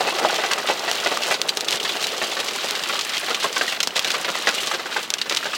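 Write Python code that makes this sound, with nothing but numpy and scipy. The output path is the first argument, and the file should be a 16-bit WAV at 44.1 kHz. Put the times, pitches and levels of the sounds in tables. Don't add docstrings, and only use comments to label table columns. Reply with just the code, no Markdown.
import sys
import numpy as np
from scipy import signal
from scipy.fft import rfft, irfft, next_fast_len
from scipy.io import wavfile
from scipy.ndimage import uniform_filter1d

SR = 44100
rng = np.random.default_rng(int(sys.argv[2]) if len(sys.argv) > 2 else 0)


def master_out(mix):
    frames = np.transpose(np.atleast_2d(mix))
    ceiling = np.clip(frames, -1, 1)
    pcm = np.round(ceiling * 32767).astype(np.int16)
    wavfile.write(sys.argv[1], SR, pcm)


N = 245637

# time in seconds, roof level in dB,
# thin body panel level in dB, glass level in dB.
SHOWER_STRENGTH = [(0.0, -28.5, -30.5, -29.5), (0.31, -32.5, -28, -30.5), (0.81, -33.5, -32.5, -30),
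                   (1.16, -32.5, -32, -28.5), (1.43, -32, -29.5, -29), (1.6, -31.5, -31, -27.5),
                   (1.81, -33, -33.5, -29.5), (2.3, -34, -33.5, -30.5), (2.73, -36, -29.5, -29.5),
                   (3.02, -40.5, -32, -31.5), (3.54, -35.5, -34, -29.5), (3.94, -37, -29.5, -28.5),
                   (4.2, -34.5, -31.5, -32.5), (4.62, -37, -30, -29), (4.7, -35, -31.5, -31),
                   (5.14, -40, -32.5, -33), (5.57, -40, -34.5, -34.5)]
# start in seconds, end in seconds, depth in dB before each surface takes its share.
CLATTER_DIPS = [(0.02, 0.06, 1), (0.537, 0.668, 2), (0.766, 0.87, 1.5), (1.17, 1.208, 3), (1.353, 1.68, 6),
                (1.784, 1.798, 9), (3.183, 3.252, 1.5), (3.486, 3.52, 2), (3.773, 3.957, 6.5),
                (3.98, 4.03, 2.5), (4.768, 4.898, 4), (5.058, 5.287, 5.5)]
# start in seconds, crack peak in dB, ring rms in dB,
# colour centre in Hz, which crack and ring each shift.
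GLASS_HITS = [(0.0067, -20, -21.5, 2980), (0.107, -14, -27, 3040), (0.1526, -18, -28, 3380),
              (0.1837, -15, -25, 4150), (0.1946, -9, -45, 4500), (0.2862, -22, -24, 3320),
              (0.3075, -15, -23.5, 5200), (0.343, -10, -26, 4450), (0.36, -10, -23.5, 3950),
              (0.462, -11, -29, 5200), (0.5343, -1, -25, 3960), (0.672, -12, -20.5, 3260),
              (0.6871, -12, -21, 2880), (0.7046, -19, -24, 2830), (0.9141, -0.5, -35, 3940),
              (0.9557, -11, -42, 5000), (1.001, -12, -25, 3300), (1.0416, -23, -25, 3950),
              (1.0725, -8.5, -32, 5030), (1.1238, -15, -26, 4140), (1.174, -7, -41, 4740),
              (1.235, -8, -21, 3550), (1.262, -10, -28, 3420), (1.2682, -12, -29, 5140),
              (1.303, -11, -22, 3400), (1.341, -28, -20.5, 3990), (1.416, 1, -25, 4060),
              (1.486, -13, -21, 2970), (1.4913, 0, -18, 4040), (1.5719, -2, -20, 4330),
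              (1.6081, -4.5, -23.5, 5230), (1.6458, -15, -28.5, 4070), (1.6842, -5, -20, 3710),
              (1.7081, -3, -34, 4560), (1.7179, -8, -30, 4030), (1.7245, -9, -16, 3780),
              (1.7715, -13, -32, 3800), (1.8015, -10, -27, 2940), (1.852, -16, -22.5, 3290),
              (1.891, -36, -19, 3880), (2.0175, -14, -36, 4200), (2.0264, -7, -22.5, 3500),
              (2.041, -11, -18, 3880), (2.069, -5, -26, 4200), (2.237, -35, -21, 3720),
              (2.3162, -22, -23, 3630), (2.3336, -18, -29, 4180), (2.4, -16, -18.5, 3640),
              (2.483, -18, -22, 2980), (2.5498, -28, -25, 2990), (2.685, -18, -23, 4900),
              (2.7091, -2.5, -28, 4200), (2.7196, -14, -30, 3800), (2.7514, -20, -23.5, 3520),
              (2.837, -7, -25, 3560), (2.9344, -23, -26, 3150), (2.992, -5.5, -21.5, 4020),
              (3.011, -6.5, -22.5, 3530), (3.0496, -14, -36, 4940), (3.094, -12, -22.5, 4200),
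              (3.135, -20, -21, 2980), (3.1512, -12, -28, 3460), (3.1602, -16, -27, 3540),
              (3.1684, -11, -19.5, 3100), (3.18, -6.5, -24, 3880), (3.3457, -12, -17, 3550),
              (3.401, -30, -22, 3620), (3.431, -14.5, -22.5, 6100), (3.564, -16, -30, 2590),
              (3.614, -10, -24, 1990), (3.678, -18, -20, 2950), (3.7244, -12, -21, 2990),
              (3.8037, -1.5, -16, 3640), (3.83, -4.5, -17.5, 4760), (3.8336, -5, -23, 4200),
              (3.8732, -2, -21, 4420), (3.9581, -11, -22, 3930), (3.9652, -5, -16.5, 3500),
              (3.9772, -8, -22, 3970), (3.9933, 1, -20, 3300), (4.0462, -6, -17.5, 3500),
              (4.074, -11, -19.5, 3870), (4.104, -4, -17.5, 3280), (4.117, -6, -22, 4950),
              (4.2463, -18, -21.5, 3530), (4.29, -11, -38, 3730), (4.3548, -12, -40, 5040),
              (4.4714, -23, -22, 3230), (4.491, -1.5, -33, 3680), (4.532, -19, -28, 3980),
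              (4.5422, -14, -24, 4260), (4.58, -21, -22, 3140), (4.6326, -12, -22.5, 3800),
              (4.672, -5.5, -23, 4560), (5.1035, -1, -24, 4400), (5.139, -2.5, -20, 4200),
              (5.1842, -16, -23, 3320), (5.215, -6, -18, 3500), (5.2966, -3.5, -20, 3840),
              (5.324, -4.5, -23, 2640), (5.3486, -3.5, -33, 4100), (5.364, -7, -24, 3950),
              (5.3706, -3, -15.5, 3480), (5.548, -28, -23, 3730)]
# start in seconds, thud rms in dB, clank rms in dB,
# thud pitch in Hz, clank pitch in Hz.
ROOF_HITS = [(0.007, -26, -34, 686, 1310), (0.076, -27, -29, 650.0, 1460), (0.187, -30, -34, 754, 1340.0),
             (0.213, -26, -53, 700.0, 1550.0), (0.238, -28, -35, 520, 1100), (0.2483, -21, -30, 800, 1050),
             (0.329, -28, -48, 580.0, 1270), (0.386, -26.5, -31, 730.0, 1390),
             (0.437, -28.5, -28, 740.0, 1430), (0.512, -33, -24.5, 680.0, 1546),
             (0.579, -31, -32, 670.0, 1400), (0.688, -28, -30, 710.0, 1560), (0.698, -21.5, -34, 716, 1500),
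             (0.834, -35.5, -37, 780, 1300), (0.879, -30, -27.5, 720.0, 1610),
             (1.0603, -24.5, -25.5, 536, 1620), (1.115, -27, -32, 690.0, 1520),
             (1.28, -30.5, -33.5, 780, 1310), (1.31, -29, -23.5, 634, 1550), (1.741, -36, -34, 520.0, 1950),
             (1.849, -36, -29.5, 620.0, 1710), (1.953, -28.5, -36, 605, 1420),
             (2.13, -30.5, -32.5, 610.0, 1680), (2.216, -27, -27, 650.0, 1676),
             (2.334, -39, -41, 700, 1180), (2.368, -34.5, -30, 560.0, 1520),
             (2.394, -33.5, -34, 560.0, 1780), (2.642, -28.5, -35.5, 480, 1610),
             (2.773, -34, -38, 440.0, 1640.0), (2.894, -34, -26.5, 507, 1590), (2.931, -33, -35, 750, 1110),
             (2.956, -42, -32.5, 750.0, 1430), (3.142, -50, -32.5, 710.0, 1940),
             (3.232, -33.5, -35, 640.0, 1640.0), (3.283, -32.5, -30, 700, 1310),
             (3.304, -27.5, -28, 600.0, 1380), (3.425, -43, -31, 700, 1200), (3.443, -25, -24, 550.0, 1196),
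             (3.564, -33, -24.5, 780.0, 1560), (3.611, -25, -29.5, 610, 1580), (3.724, -38, -40, 700, 1330),
             (3.96, -29.5, -34, 710, 1530.0), (4.046, -37, -31, 563, 1670.0), (4.143, -35, -26, 523, 1360),
             (4.246, -40, -31, 500.0, 1770), (4.283, -28, -28, 716, 1500), (4.349, -49, -32, 640.0, 1560),
             (4.4712, -23.5, -20.5, 580.0, 1730), (4.713, -44, -27.5, 620.0, 1200),
             (4.739, -28.5, -28.5, 620.0, 1580.0), (4.795, -38, -32, 580.0, 1580),
             (4.859, -39, -32.5, 850.0, 1470), (4.965, -30, -25, 770.0, 1740),
             (5.258, -36, -36.5, 700, 1510), (5.31, -29.5, -28, 523, 1530),
             (5.428, -48, -32.5, 550.0, 1740), (5.455, -30, -29, 570.0, 1530.0),
             (5.533, -43, -28.5, 550.0, 1370)]
# start in seconds, main mode level in dB, pitch in Hz, t60 in seconds.
STEEL_KNOCKS = [(0.007, -8.5, 740, 0.034), (0.071, -16.5, 2570, 0.12), (0.102, -15, 2630, .05),
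                (0.198, -12, 884, 0.028), (0.249, -0.5, 826, 0.031), (0.297, -13, 826, 0.056),
                (0.3015, -5, 1450, 0.011), (0.34, -16, 1180, 0.029), (0.439, -16, 740, 0.09),
                (0.578, -13, 1270, 0.028), (0.694, -13.5, 370, .04), (0.7004, -12, 733, 0.037),
                (0.914, -11, 700, 0.014), (1.061, -14, 1950, .03), (1.0615, -20, 364, .04),
                (1.067, -14, 590, 0.018), (1.172, -7.5, 1150, 0.022), (1.3105, -11, 1760, 0.025),
                (1.491, -11, 1020, 0.01), (1.743, -13, 380, 0.012), (1.954, -13.5, 900, 0.011),
                (2.222, -19, 1880, 0.04), (2.954, -13, 1120, 0.014), (3.57, -12, 2240, 0.039),
                (3.444, -11, 1040, .03), (3.612, -5.5, 1580, 0.033), (3.68, -12, 1870, .02),
                (3.806, -17, 1400, .018), (3.8345, -16, 1050, .014), (3.8736, -10, 420, 0.0072),
                (3.874, -7, 990, 0.007), (3.9605, -15, 1000, .02), (4.047, -21, 1100, 0.0091),
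                (4.104, -12, 1490, .015), (4.355, -8, 990, 0.0076), (4.4712, -7.5, 1940, 0.049),
                (4.477, -24, 1550, 0.0072), (4.472, -15, 340, 0.032), (4.7139, -6, 1200, .018),
                (4.927, -15.5, 1520, 0.018), (4.963, -10.5, 850, 0.042), (5.139, -14, 1600, 0.019),
                (5.2155, -17, 1970, .016), (5.429, -11, 1590, 0.015)]
# start in seconds, main mode level in dB, pitch in Hz, t60 in seconds.
PANEL_BUMPS = [(0.033, -29, 186, 0.081), (0.245, -39, 203, .08), (1.303, -32.5, 182, .07),
               (1.742, -27, 165, 0.037), (2.225, -30, 215, 0.067), (3.874, -26.5, 192, 0.036),
               (4.076, -35, 192, 0.054), (4.301, -33, 185, 0.11)]
# start in seconds, level in dB, pitch in Hz, t60 in seconds.
GLASS_PINGS = [(0.704, -14, 2600, .04), (1.341, -15, 4490, .045), (1.4165, -11, 4200, 0.018),
               (1.4915, -10, 4690, 0.045), (1.493, -9, 4000, 0.027), (1.6842, -7, 3510, 0.017),
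               (1.7996, -12.5, 3200, 0.029), (2.028, -17, 2540, .04), (2.041, -13, 3960, .035),
               (3.806, -12, 3200, .014), (3.907, -15, 2980, .014), (4.586, -14, 2870, .03),
               (5.1035, -26, 3900, 0.02), (5.139, -13, 2640, 0.013), (5.139, -7.5, 6050, 0.01),
               (5.216, -8.5, 4400, 0.02), (5.372, -12, 3070, 0.026)]
# centre in Hz, width in Hz, gain in dB.
STEEL_MODES = [(740, 240, 2), (1500, 35, -1), (1975, 37, 8), (2640, 240, 0)]
# time in seconds, share of the steel resonances heard (0 to 1).
NEAR_DOOR = [(0, 0.86), (1.3, 0.84), (1.7, 0.24), (5.57, 0.37)]
# frequency in Hz, relative level in dB.
ROOF_SPECTRUM = [(25, -59), (70, -39), (120, -30), (190, -14), (300, -7), (400, -1), (580, -1.5),
                 (740, -4.5), (950, -7), (1400, -11), (3000, -44), (16000, -54)]
# frequency in Hz, relative level in dB.
PANEL_SPECTRUM = [(100, -44), (500, -12), (900, -6), (1150, 2), (1500, -0.5), (2000, -0.5), (2600, -2.5),
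                  (4000, -2.5), (8000, -18), (16000, -62)]
# frequency in Hz, relative level in dB.
GLASS_SPECTRUM = [(100, -38), (600, -21), (1600, -13), (2300, -7), (2900, 0), (4200, -1.5), (5200, -6),
                  (7000, -11), (9000, -15.5), (16000, -20)]
# frequency in Hz, relative level in dB.
CRACK_SPECTRUM = [(30, -43), (120, -14), (400, -6), (1000, -4), (2000, -1.5), (3200, 0), (4500, -3),
                  (7000, -7.5), (16000, -25)]
# frequency in Hz, relative level in dB.
BOOM_SPECTRUM = [(25, -31), (60, -20), (100, -17), (170, -3), (230, 1.5), (320, -1.5), (700, -24),
                 (16000, -92)]
# frequency in Hz, relative level in dB.
HISS_SPECTRUM = [(100, -35), (500, -7), (1500, -6.5), (3200, 1), (5000, -9), (8000, -11.5), (16000, -33)]
# frequency in Hz, relative level in dB.
SPRAY_SPECTRUM = [(500, -40), (3000, -2), (6500, 0), (9000, 0), (11500, 1), (13500, 5.5), (16000, 5.5)]
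# frequency in Hz, relative level in dB.
DIFFUSE_SPECTRUM = [(30, -13), (60, -7), (110, 1), (200, 7), (450, 7), (900, 1), (2000, 5), (4000, 12.5),
                    (8000, 6.5), (16000, -4.5)]

CUTOFF_HZ = 16000
BLOW_SIZE, TONE_SIZE = 8192, 2600
AGE = np.arange(BLOW_SIZE) / SR
DIP_FADE_S = 0.025
SWINGS_PER_S, SWING_DB = 29, 1
SPRAY_SWINGS_PER_S, SPRAY_SWING_DB = 130, 1.2
SPLINTER_RISE_S, SPLINTER_FALL_S = 0.0037, 0.02
CHIPS_DB, CHIPS_FALL_S = -28, 0.005
HISS_FOLLOWS, SPRAY_FOLLOWS = 0.77, 0.6
SPRAY_DB = -44.2
RING_T60_S, RING_HALVES_DB = 0.032, 17
OVERTONE_RATIO, OVERTONE_DB, OVERTONE_T60_SHARE = 1.7, 1, 0.14
KNOCK_BASS_CUT_HZ = 260


def from_db(db):
    return 10 ** (np.asarray(db) / 20)


def rms_one(x):
    return x / np.sqrt(np.mean(x ** 2) + 1e-20)


def add(out, s, sound):
    start = int(np.clip(round(s * SR), 0, N - 1))
    out[start:start + len(sound)] += sound[:N - start]


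def in_time(rows):
    s, *columns = np.transpose(rows)
    return [np.interp(np.arange(N) / SR, s, column) for column in columns]


def colour(x, spectrum, centre_hz=1000, bump_db=0, octaves=1.0):
    size = 2 * next_fast_len(len(x) // 2 + 1024)
    pitch = np.log2(np.maximum(np.arange(size // 2 + 1) * SR / size, 1))
    hz, db = np.transpose(spectrum)
    distance = (pitch - np.log2(centre_hz)) / octaves
    curve_db = np.interp(pitch, np.log2(hz), db) + bump_db * np.exp(-.5 * distance ** 2)
    cepstrum = irfft(np.log(from_db(curve_db)))
    cepstrum[1:size // 2] *= 2
    cepstrum[size // 2 + 1:] = 0
    response = np.exp(rfft(cepstrum))
    return irfft(rfft(x, size) * response, size)[:len(x)]


def ringing(t60, build_s):
    dying = rng.standard_normal(BLOW_SIZE) * from_db(-60 * AGE / t60)
    ring = dying * (1 - np.exp(-AGE / build_s))
    return ring / np.linalg.norm(ring)


def blow(t60, build_s, direct_db, tail_db, tail_t60):
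    contact = from_db(direct_db) * (AGE == 0)
    tail = from_db(tail_db) * ringing(tail_t60, build_s)
    return contact + ringing(t60, build_s) + tail


def at_level(sound, db, first_s):
    return from_db(db) * sound / np.sqrt(np.mean(sound[AGE < first_s] ** 2))


def partials(centre_hz, octaves, t60, count=3):
    hz = np.minimum(centre_hz * 2 ** rng.normal(0, octaves, (count, 1)), CUTOFF_HZ)
    signs = rng.choice([-1, 1], (count, 1))
    modes = np.sum(signs * np.sin(2 * np.pi * hz * AGE), axis=0)
    ring = modes * from_db(-60 * AGE / t60)
    return ring / np.linalg.norm(ring)


def bend(pulse, slowness, count=6):
    a = np.clip(slowness, 0, .9)
    return signal.sosfilt([[-a, 1, 0, 1, -a, 0]] * count, pulse)


def restrike(sound, within_s, again_db, count=3):
    out = sound.copy()
    lags = (rng.uniform(0.0968, 1, count) * within_s * SR).astype(int) + 1
    for lag in lags:
        out[lag:] += from_db(again_db + rng.normal(0, 2.5)) * sound[:-lag]
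    return out


def resonance(x, hz, width_hz):
    r = np.exp(-np.pi * width_hz / SR)
    zeros = np.array([1, 0, -1]) * (1 - r * r) / 2
    poles = [1, -2 * r * np.cos(2 * np.pi * hz / SR), r * r]
    return signal.lfilter(zeros, poles, x)


def radiated(x):
    return signal.sosfilt(signal.butter(2, KNOCK_BASS_CUT_HZ, "high", fs=SR, output="sos"), x)


def dips():
    s = np.arange(N) / SR
    dip_db = np.zeros(N)
    for start, end, depth_db in CLATTER_DIPS:
        inside_s = np.minimum(s - start, end - s)
        dip_db += depth_db * np.clip(inside_s / DIP_FADE_S + .5, 0, 1)
    return dip_db


def swings(per_s, depth_db):
    steps = rng.standard_normal(1000)
    return depth_db * np.interp(np.arange(N) / SR * per_s, np.arange(len(steps)), steps)


def splinters():
    puff = (1 - np.exp(-AGE / SPLINTER_RISE_S)) * np.exp(-AGE / SPLINTER_FALL_S)
    out = np.zeros(N)
    for s, _, clank_db, _, _ in ROOF_HITS:
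        add(out, s, from_db(clank_db) * puff)
    return out


def flow(shower_db, gain_db, dip_share, splinter_db):
    falling_db = shower_db + gain_db - dip_share * dips() + swings(SWINGS_PER_S, SWING_DB)
    thrown = from_db(splinter_db) * splinters()
    return 20 * np.log10(np.hypot(from_db(falling_db), thrown))


def clatter(spectrum, per_s, spread_db, t60, direct_db, centre_hz, bump_db, count=16):
    lands = rng.random(N) < per_s / SR
    sizes = from_db(spread_db * np.clip(rng.standard_normal(N), -2, 1.8)) * lands
    spots = rng.integers(0, count, N)
    out = np.zeros(N)
    for k, pitch in enumerate(np.linspace(-1, 1, count)):
        response = blow(t60, build_s=0.00047, direct_db=direct_db, tail_db=-12, tail_t60=0.29)
        response = colour(response, spectrum, centre_hz * 2 ** pitch, bump_db, octaves=0.61)
        response = rms_one(bend(response, slowness=0.49))
        out += signal.oaconvolve(sizes * (spots == k), response)[:N]
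    power = uniform_filter1d(uniform_filter1d(out ** 2, size=3000), size=2200)
    return out / np.sqrt(np.abs(power) + 1e-9)


def tone(hz, t60):
    age = AGE[:TONE_SIZE]
    return np.sin(2 * np.pi * hz * age) * np.exp(-np.log(1000) * age / t60)


def knock(hz, t60):
    overtone = tone(hz * OVERTONE_RATIO, t60 * OVERTONE_T60_SHARE)
    return tone(hz, t60) - from_db(OVERTONE_DB) * overtone


def play(rows, voice):
    out = np.zeros(N)
    for s, level_db, hz, t60 in rows:
        add(out, s, from_db(level_db) * voice(hz, t60))
    return out


def pitched_patter(per_s, low_hz, high_hz, cycles, spread_db):
    out = np.zeros(N)
    draws = rng.random((int(per_s * N / SR), 4))
    for k, (when, pitch, size, length) in enumerate(draws):
        hz = low_hz * (high_hz / low_hz) ** pitch
        t60 = cycles * (.5 + length) / hz
        add(out, (k + 2 * when) / per_s, from_db(spread_db * size) * knock(hz, t60))
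    return rms_one(radiated(out))


def small_stones_on_steel(roof_db, panel_db):
    roof = clatter(ROOF_SPECTRUM, per_s=170, spread_db=1.0, t60=0.068, direct_db=-5.5,
                   centre_hz=545, bump_db=-1.5)
    panels = clatter(PANEL_SPECTRUM, per_s=180, spread_db=2.0, t60=0.088, direct_db=-4.5,
                     centre_hz=1470, bump_db=6.5)
    return from_db(roof_db - 3.5) * roof + from_db(panel_db - 7.5) * panels


def middling_stones_on_steel(roof_db, panel_db):
    roof = pitched_patter(per_s=45, low_hz=330, high_hz=900, cycles=17, spread_db=8)
    panels = pitched_patter(per_s=65, low_hz=1000, high_hz=2700, cycles=20, spread_db=8)
    return from_db(roof_db - 7.5) * roof + from_db(panel_db - 11.5) * panels


def body_boom():
    return from_db(-48) * clatter(BOOM_SPECTRUM, per_s=70, spread_db=0.0, t60=0.095, direct_db=-2,
                                  centre_hz=147, bump_db=5.0)


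def small_stones_on_glass(glass_db):
    small = clatter(GLASS_SPECTRUM, per_s=200, spread_db=5.0, t60=0.054, direct_db=-1.5,
                    centre_hz=4200, bump_db=14.0)
    middling = pitched_patter(per_s=110, low_hz=2600, high_hz=5200, cycles=32, spread_db=9)
    return from_db(glass_db - 3.0) * small + from_db(glass_db - 8) * middling


def chips():
    out = np.zeros(N)
    for s, peak_db, _, _ in GLASS_HITS:
        add(out, s, from_db(peak_db + CHIPS_DB) * np.exp(-AGE / CHIPS_FALL_S))
    return out


def rain(glass_db):
    swell_db = glass_db - np.mean(glass_db)
    spray = clatter(SPRAY_SPECTRUM, per_s=700, spread_db=4.5, t60=.012, direct_db=0,
                    centre_hz=8000, bump_db=3)
    falling = from_db(SPRAY_DB + SPRAY_FOLLOWS * swell_db + swings(SPRAY_SWINGS_PER_S, SPRAY_SWING_DB))
    hiss = rms_one(colour(rng.standard_normal(N), HISS_SPECTRUM))
    return np.hypot(falling, chips()) * spray + from_db(-34 + HISS_FOLLOWS * swell_db) * hiss


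def glass_hits(crack_db, ring_db, bump_db):
    out = np.zeros(N)
    for s, peak_db, rms_db, centre_hz in GLASS_HITS:
        crack = colour(1. * (AGE == 0), CRACK_SPECTRUM, centre_hz * 1.28, bump_db, octaves=0.85)
        crack = bend(crack, slowness=0.598)
        crack = restrike(crack, within_s=0.0024, again_db=-10.0, count=2)
        add(out, s, from_db(peak_db + crack_db) * crack / np.abs(crack).max())

        t60 = RING_T60_S * 2 ** (-peak_db / RING_HALVES_DB)
        ring = ringing(t60, build_s=0.00047)
        ring += from_db(-4.0) * ringing(t60=0.039, build_s=0.0092)
        ring += from_db(-9) * partials(centre_hz, octaves=0.32, t60=t60)
        ring = colour(ring, CRACK_SPECTRUM, centre_hz * 1.01, bump_db=6.5, octaves=1.0)
        add(out, s, at_level(ring, rms_db + ring_db, first_s=0.007))
    return out


def roof_hits(thud_db, clank_db):
    out = np.zeros(N)
    for s, low_db, high_db, thud_hz, clank_hz in ROOF_HITS:
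        thud = blow(t60=0.12, build_s=0.0017, direct_db=-0.5, tail_db=-7, tail_t60=0.13)
        thud = colour(thud, ROOF_SPECTRUM, thud_hz, bump_db=3.5, octaves=0.48)
        thud = restrike(thud, within_s=0.01293, again_db=-10.5)
        add(out, s, at_level(thud, low_db + thud_db, first_s=0.035))

        boom = blow(t60=0.25, build_s=0.0017, direct_db=-12.0, tail_db=-10.5, tail_t60=0.19)
        boom = colour(boom, BOOM_SPECTRUM)
        add(out, s, at_level(boom, low_db + thud_db - 20.5, first_s=0.045))

        clank = blow(t60=0.073, build_s=0.00058, direct_db=-7.5, tail_db=-22.0, tail_t60=0.21)
        clank += from_db(-15.0) * partials(clank_hz, octaves=0.393, t60=0.045)
        clank = colour(clank, PANEL_SPECTRUM, clank_hz, bump_db=3.5, octaves=0.41)
        clank = restrike(clank, within_s=.017, again_db=-8.5)
        add(out, s, at_level(clank, high_db + clank_db, first_s=0.047))
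    return out


def steel(roof_db, panel_db):
    near, = in_time(NEAR_DOOR)
    out = small_stones_on_steel(roof_db, panel_db) + roof_hits(thud_db=-1.0, clank_db=1.5)
    modes = sum(from_db(db) * resonance(out, hz, width_hz) for hz, width_hz, db in STEEL_MODES)
    out += near * modes
    out += middling_stones_on_steel(roof_db, panel_db) + body_boom()
    out += from_db(-2.5) * radiated(play(STEEL_KNOCKS, knock))
    return out + play(PANEL_BUMPS, knock)


def glass_pings():
    return from_db(-1) * radiated(play(GLASS_PINGS, tone))


def cabin_reflections(hail):
    loudness = np.sqrt(np.abs(uniform_filter1d(hail ** 2, size=260)))
    return from_db(-26.0) * loudness * rms_one(colour(rng.standard_normal(N), DIFFUSE_SPECTRUM))


def scene():
    roof_db, panel_db, glass_db = in_time(SHOWER_STRENGTH)
    roof_db = flow(roof_db, gain_db=2.5, dip_share=0.54, splinter_db=-2.0)
    panel_db = flow(panel_db, gain_db=6.0, dip_share=1.0, splinter_db=-11.0)
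    glass_db = flow(glass_db, gain_db=3.0, dip_share=1.52, splinter_db=1.0)
    hail = steel(roof_db, panel_db)
    hail += small_stones_on_glass(glass_db) + rain(glass_db)
    hail += glass_hits(crack_db=-0.5, ring_db=-0.5, bump_db=10) + glass_pings()
    side = cabin_reflections(hail)
    return np.array([from_db(-1.98) * (hail + side), from_db(-1.75) * (hail - side)])


def record(dry):
    top = 1.1
    rounded = top * np.tanh(dry / top)
    high_pass = signal.butter(2, 32, "high", fs=SR, output="sos")
    low_pass = signal.ellip(10, .1, 80, CUTOFF_HZ, fs=SR, output="sos")
    return signal.sosfilt(np.vstack([high_pass, low_pass]), rounded)


dry = scene()
out = record(dry)
master_out(out)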